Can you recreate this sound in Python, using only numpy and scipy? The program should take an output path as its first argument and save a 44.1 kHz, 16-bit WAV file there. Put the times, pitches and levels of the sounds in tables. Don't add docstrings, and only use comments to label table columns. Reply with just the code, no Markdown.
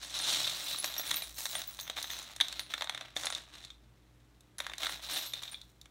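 import sys
import numpy as np
from scipy import signal
from scipy.fft import rfft, irfft
from scipy.io import wavfile
from scipy.ndimage import uniform_filter1d

SR = 44100
rng = np.random.default_rng(int(sys.argv[2]) if len(sys.argv) > 2 else 0)


def to_wav(sig):
    pcm = np.clip(np.atleast_2d(sig), -1, 1) * 32767
    pcm = np.round(pcm).astype(np.int16)
    wavfile.write(sys.argv[1], SR, pcm.T)


N = 260498

# (lower edge [Hz], upper edge [Hz])
CONTACT_BANDS = [(200, 2600), (2600, 5000), (5000, 17000)]


def sliding(contacts_per_s=1900, busy_db=-46, scatter_db=5, jerk_db=1.5, jerk_hz=120, rub_db=-8):
    # (frequency [Hz], level [dB])
    slide_spectrum = [(88, -45.5), (150, -3.5), (235, -29.5), (309, -18), (466, -25.5), (555, -18),
                      (689, -15), (774, -17.5), (2700, -15.5), (3920, -4.5), (4860, -14), (5570, -5),
                      (9260, -9), (10200, -13.5), (16000, -10.5)]
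    trims_db = (.5, -.37, -4)
    rate = contacts_per_s * np.clip(hand_push(1) / undb(busy_db), .5, 3)
    jerks = undb(jerk_db * wander(jerk_hz))
    sizes = undb(scatter_db * np.minimum(rng.standard_normal(N), 2))
    touching = rng.random(N) < rate / SR
    touches = unit(touching * sizes * rng.choice([-1, 1], N) / np.sqrt(rate))
    out = np.zeros(N)
    for band, response in enumerate(contact_body(slide_spectrum)):
        force = touches * (1 + .44 * rng.standard_normal(N)) + undb(rub_db) * rng.standard_normal(N)
        out += unit(convolve(force * jerks, response)) * hand_push(band) * undb(trims_db[band])
    return out


def hand_push(band, rise_share=.3, slack_db_per_s=22.5, settle_db_per_s=133.5, rest_db=-82):
    # (start [s], length [s], rattle [dB],
    # table scrape [dB over rattle], chain sizzle [dB over rattle])
    pushes = [(-0.012, 0.13, -45.5, -5, 1.5), (0.121, 0.11, -36, -7.5, -2.5),
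              (0.231, 0.16, -30.5, -8.5, -0.5), (0.402, .16, -35.5, -8.5, -3.5), (0.575, 0.093, -42, -4, 0),
              (0.653, 0.08, -37.5, -11, -5), (0.763, 0.019, -44.5, -6.5, -3), (0.828, 0.055, -42, -4.5, -4),
              (0.931, 0.13, -45, -4, -1), (1.049, 0.13, -41.5, -3, -2), (1.21, 0.086, -55.5, -6, 3),
              (1.334, 0.18, -47, -4, 7), (1.519, 0.066, -44.5, -2.5, -1), (1.64, 0.17, -56, -1, 3.5),
              (1.76, 0.39, -53.5, -2, -10), (1.949, 0.099, -45.5, -7, -1.5), (2.079, 0.13, -45, -4.5, -2.5),
              (2.26, 0.075, -53, -2.5, -4), (2.411, 0.12, -46.5, -4.5, -7.5), (2.552, 0.03, -46.5, -5, -8),
              (2.689, 0.063, -50, -5.5, -6), (2.77, 0.018, -51.5, -3, -4), (2.883, .19, -54, 2.5, -6),
              (3.149, 0.067, -49.5, 1, 6), (3.24, 0.029, -46, -3.5, -9), (3.316, 0.043, -48.5, 0, -1.5),
              (3.508, 0.11, -54, -3, -2), (4.593, 0.032, -53.5, 1, -4), (4.647, 0.2, -55.5, -3, -8),
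              (4.777, 0.15, -42, -3.5, -3.5), (5.011, 0.066, -44, -6.5, -5), (5.082, 0.11, -37, -5.5, -3),
              (5.19, 0.067, -45.5, -19, -3.5), (5.333, 0.039, -47, -6.5, -8.5),
              (5.406, 0.096, -52, -3.5, -3.5), (5.58, .12, -72, -10, 2.5)]
    t = np.arange(0, N, 64) / SR
    power = undb(rest_db) ** 2
    for start, length, rattle_db, scrape_db, sizzle_db in pushes:
        age = np.maximum(t - start, 0)
        rise = np.minimum(age / (rise_share * length), 1)
        fall_db = slack_db_per_s * np.minimum(age, length) + settle_db_per_s * np.maximum(age - length, 0)
        band_db = rattle_db + (scrape_db, 0, sizzle_db)[band]
        power = power + (rise * undb(band_db - fall_db)) ** 2
    return np.interp(np.arange(N) / SR, t, np.sqrt(power))


def clicks(chatter=.25, chatter_s=.0024, graze=.019, graze_s=.00093, size=2048):
    # (time [s], table knock [dB], clack [dB], metal tick [dB])
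    landings = [(0.0315, -51, -42, -63), (0.1893, -61, -44, -34), (0.7458, -39, -53, -63),
                (0.8434, -32.5, -34.5, -32), (0.8596, -63, -47, -37), (0.9393, -50.5, -38.5, -43.5),
                (0.9647, -40.5, -38, -45), (0.9957, -42.5, -37.5, -43), (1.1089, -41, -35, -36),
                (1.1127, -29.5, -26.5, -31.5), (1.1424, -36.5, -36, -35), (1.1685, -41.5, -34, -40),
                (1.2216, -45, -35.5, -47), (1.4551, -36, -32, -32), (1.4641, -43, -39, -43),
                (1.5525, -33, -33.5, -44), (1.6173, -47.5, -39.5, -39.5), (1.79, -44, -41, -54),
                (1.7994, -53, -39.5, -43), (1.81, -57, -64, -42.5), (1.877, -44, -42.5, -49),
                (1.898, -38.5, -33, -40), (1.9679, -40.5, -39, -54), (1.9759, -40, -40, -49),
                (1.9853, -39, -40, -51), (2.0275, -62, -59, -36), (2.0423, -38, -38, -53),
                (2.1023, -39.5, -35, -41), (2.1884, -45, -51.5, -39.5), (2.3627, -49, -44.5, -43.5),
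                (2.402, -29.5, -29.5, -39.5), (2.4098, -31.5, -19, -31.5), (2.4137, -38, -32, -44),
                (2.4833, -52, -38, -42), (2.5261, -48, -39, -44), (2.5944, -40.5, -32, -40),
                (2.7379, -28.5, -31.5, -40), (2.7791, -43, -38.5, -51), (2.8096, -34, -34, -44.5),
                (2.8215, -32.5, -33, -41), (2.843, -39, -41, -45), (2.8727, -42, -39, -57),
                (2.8956, -31, -31, -37), (2.9474, -37.5, -36, -45), (2.9764, -41, -39, -47),
                (3.0101, -40, -40.5, -47.5), (3.165, -33, -28.5, -36), (3.1721, -46, -55, -38),
                (3.2341, -38, -35.5, -38.5), (3.2455, -38.5, -44, -46), (3.2571, -42, -54, -35),
                (3.2689, -32.5, -29, -35), (3.3022, -37.5, -40, -37), (3.3246, -41, -35, -44),
                (3.3497, -64, -32, -37.5), (3.639, -55.5, -47, -58), (3.6486, -57, -46, -46),
                (3.703, -57, -45.5, -56), (4.4076, -66, -73, -57), (4.584, -51.5, -50, -43.5),
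                (4.5898, -44.5, -59, -44), (4.6027, -33.5, -31.5, -40), (4.6449, -48, -46, -57),
                (4.6662, -35, -39, -43.5), (4.6974, -39.5, -40.5, -48), (4.717, -45, -53, -62),
                (4.7354, -39.5, -41, -49), (4.7816, -49, -42, -40.5), (4.8325, -33.5, -31.5, -40.5),
                (4.8581, -41, -33, -49), (4.8678, -33, -31, -41), (4.8942, -36.5, -62, -45.5),
                (5.0972, -47, -49, -57), (5.3358, -44.5, -32.5, -40), (5.4249, -49, -50, -47),
                (5.4345, -57, -40, -42.5), (5.478, -69, -41.5, -61), (5.5444, -61, -41, -60),
                (5.6148, -66, -47, -55), (5.814, -75, -51.5, -52.5), (5.8572, -53.5, -60, -59)]
    # (frequency [Hz], level [dB])
    click_spectrum = [(120, -65), (200, -38), (299, -10), (360, -29), (569, -9.5), (933, -12),
                      (1180, -11.5), (1980, -10), (2860, -18.5), (3620, 1.5), (4860, -21), (6170, -13),
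                      (7540, -19), (10500, -21.5), (16000, -34)]
    knocks = landings + jostles()
    lead = size // 8
    out, t = np.zeros(N), (np.arange(size) - lead) / SR
    bodies = [contact_body(click_spectrum, pitch, lowest_hz=750) for pitch in np.linspace(.88, 1.12, 6)]
    attack = (t >= 0) & (t < .005)
    envelope = np.where(t < 0, graze * np.exp(-abs(t) / graze_s), chatter * np.exp(-abs(t) / chatter_s))
    pieces = rng.integers(len(bodies), size=len(knocks))
    for (start, *levels), piece in zip(knocks, pieces):
        force = rng.standard_normal(size) * envelope
        force[lead] += 1
        for response, db in zip(bodies[piece], levels):
            hit = convolve(force, response)
            add(out, start + t[0], hit * undb(db) / np.sqrt(np.mean(hit[attack] ** 2)))
    return out


def jostles(count=110, over_push_db=-3.5, scatter_db=5):
    when = rng.integers(N, size=count)
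    push_db = 20 * np.log10([hand_push(band)[when] for band in range(len(CONTACT_BANDS))]).T
    scatter = np.clip(rng.standard_normal(push_db.shape), -2, 2)
    return np.column_stack([when / SR, push_db + over_push_db + scatter_db * scatter]).tolist()


def contact_body(spectrum, pitch=1, lowest_hz=200):
    # (frequency [Hz], width [Hz], level [dB])
    clack_modes = [(3530, 150, -2.5), (3937, 440, 2.5)]
    plain = butterworth(colour(spectrum), 1, lowest_hz, "highpass")
    clack = sum(undb(db) * signal.lfilter(*signal.iirpeak(hz * pitch, hz / width, fs=SR), plain)
                for hz, width, db in clack_modes)
    parts = [butterworth(plain + clack, 4, band, "bandpass") for band in CONTACT_BANDS]
    return [part / np.linalg.norm(part) for part in parts]


def tinkling(count=1500, low_hz=4200, high_hz=14500, ping_db=-.5, treble_db=-4, median_t60_s=.023):
    out, t = np.zeros(N), np.arange(SR // 16) / SR
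    push = hand_push(2)
    shaking = push * np.minimum(push / undb(-54), 1) ** .5
    for when, pitch, damping in rng.random((count, 3)):
        hz = low_hz * (high_hz / low_hz) ** pitch
        ping = np.sin(2 * np.pi * hz * t) * decay(t, median_t60_s / (.5 + damping))
        add(out, when * N / SR, shaking[int(when * N)] * undb(ping_db + treble_db * pitch) * ping)
    return out


def ringing(spot_db=2.5, detune=.0014):
    modes = { "hoop": [(5776, -9, .4), (6160, -4, .55), (6438, -3, .3), (11600, -10, .25), (14160, -5, .3),
             (15260, -1, .25)], "ring": [(5665, 0, .14), (12620, -1, .13)], "pendant": [(9415, 0, .22),
             (10820, -7, .2), (13000, -6, .07)], "earring": [(12404, 0, .28), (10805, -7, .24)],
             "charm": [(9071, 0, .1), (11060, -8, .1)], "clasp": [(16630, 4.5, 0.19), (15700, 5, .08)],
             "link": [(9600, -22, 0.064), (10120, 2, 0.041), (10370, -2, 0.006)], "stud": [(14240, 0, .11),
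             (14450, -7, .06)], "bangle": [(2395, 3, 0.061), (3420, 15, 0.021), (3680, 3, 0.18),
             (4070, -23, 0.061)], "table": [(610, -18.5, .035), (649, -5, 0.027), (731, -8, 0.042)], }
    blows = { "hoop": [(1.79, -51), (1.81, -49), (2.027, -48), (2.11, -46)], "ring": [(.98, -33),
             (.997, -39.5)], "pendant": [(1.072, -43), (1.138, -43), (1.224, -40.5), (2.594, -44.5),
             (4.895, -48)], "earring": [(.85, -43.5), (5.11, -49), (5.17, -41), (5.26, -46)],
             "charm": [(.212, -38), (1.552, -37), (3.302, -48), (5.132, -36.5), (5.515, -48.5)],
             "clasp": [(1.0, -42), (1.5, -45), (1.585, -45), (1.675, -43)], "link": [(.786, -32.5),
             (.8, -29), (3.255, -31.5), (4.583, -41.5)], "stud": [(1.16, -28)], "bangle": [(1.221, -48),
             (5.335, -52), (5.433, -49.5), (5.478, -53), (5.544, -50.5)], "table": [(.996, -39),
             (1.898, -37.5), (3.165, -33.5)], }
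    out, t = np.zeros(N), np.arange(SR // 2) / SR
    for name in blows:
        for start, blow_db in blows[name]:
            for hz, db, t60 in modes[name]:
                spot, shift = rng.standard_normal(2)
                tone = np.sin(2 * np.pi * hz * (1 + detune * shift) * t) * decay(t, t60)
                add(out, start, undb(blow_db + db + spot_db * spot) * tone)
    return out


def sparkle(x, edge_hz=10500):
    # (time [s], gain [dB])
    top_gains = [(.3, -11), (.7, 3), (1.5, 2), (2.2, -2), (2.8, -0.5), (3.3, -10.5), (3.7, -10),
                 (4.6, -0.5), (5.2, 0), (5.9, 1)]
    top = signal.sosfiltfilt(signal.butter(2, edge_hz, "highpass", fs=SR, output="sos"), x)
    gain = undb(np.interp(np.arange(N) / SR, *np.transpose(top_gains)))
    return x + top * (gain - 1)


def room(x, early_db=-13, early_s=.0079, tail_db=-13, low_t60_s=.32, high_t60_s=.25, split_hz=4500):
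    t = np.arange(SR // 2) / SR
    noise = rng.standard_normal(len(t)) * (t > .005)
    low = signal.sosfiltfilt(signal.butter(2, split_hz, fs=SR, output="sos"), noise)
    tail = low * decay(t, low_t60_s) + (noise - low) * decay(t, high_t60_s)
    early = rng.standard_normal(len(t)) * np.exp(-t / early_s) * (t > .002)
    response = undb(tail_db) * tail / np.linalg.norm(tail) + undb(early_db) * early / np.linalg.norm(early)
    return x + convolve(x, response)


def room_tone(air_db=-66, rumble_db=-73):
    # (frequency [Hz], level [dB])
    room_spectrum = [(15, -47), (25, -30), (37, -4), (59, -6.5), (72, 9.5), (87, -5), (123, -7), (149, -14),
                     (229, -18), (301, -21), (344, -20), (489, -26.5), (1650, -32.5), (2000, -33.5),
                     (16000, -49)]
    noise = convolve(rng.standard_normal(N), colour(room_spectrum, size=8192))
    air = unit(butterworth(noise, 2, 160, "highpass"))
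    rumble = unit(butterworth(noise, 2, 90, "lowpass"))
    return undb(air_db) * air + undb(rumble_db) * rumble


def electrical_hum(waver_db=3.5, drift_rad=.3):
    # (frequency [Hz], median rms level [dB])
    tones = [(56.8, -66), (120, -72.5), (160, -83), (303, -79)]
    out, t = np.zeros(N), np.arange(N) / SR
    for hz, db in tones:
        amplitude = np.sqrt(2) * undb(db + waver_db * wander(16))
        out += amplitude * np.sin(2 * np.pi * hz * t + drift_rad * wander(4.8))
    return out


def undb(db):
    return 10 ** (np.asarray(db) / 20)


def unit(x):
    return x / np.sqrt(np.mean(x ** 2))


def decay(t, t60):
    return np.exp(-np.log(1000) * t / t60)


def butterworth(x, order, hz, kind):
    return signal.sosfilt(signal.butter(order, hz, kind, fs=SR, output="sos"), x)


def convolve(x, response):
    return signal.fftconvolve(x, response)[:len(x)]


def colour(spectrum, size=2048):
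    hz, db = np.transpose(spectrum)
    log_hz = np.log(np.fft.rfftfreq(size, 1 / SR) + 1)
    cepstrum = irfft(np.log(undb(np.interp(log_hz, np.log(hz), db))))
    cepstrum[1:size // 2] *= 2
    cepstrum[size // 2 + 1:] = 0
    return irfft(np.exp(rfft(cepstrum)))


def add(out, start_s, sound):
    start = max(int(start_s * SR), 0)
    part = sound[:max(N - start, 0)]
    out[start:start + len(part)] += part


def wander(rate_hz):
    hold = max(int(SR / rate_hz), 1)
    steps = np.repeat(rng.standard_normal(N // hold + 1), hold)
    return unit(uniform_filter1d(steps, hold)[:N])


def scene():
    handling = sparkle(clicks() + sliding() + tinkling()) + ringing()
    return (room(handling) + room_tone() + electrical_hum())[None]


def record(dry, top_hz=15750):
    return signal.sosfilt(signal.ellip(10, .2, 70, top_hz, fs=SR, output="sos"), dry)


dry = scene()
out = record(dry)
to_wav(out)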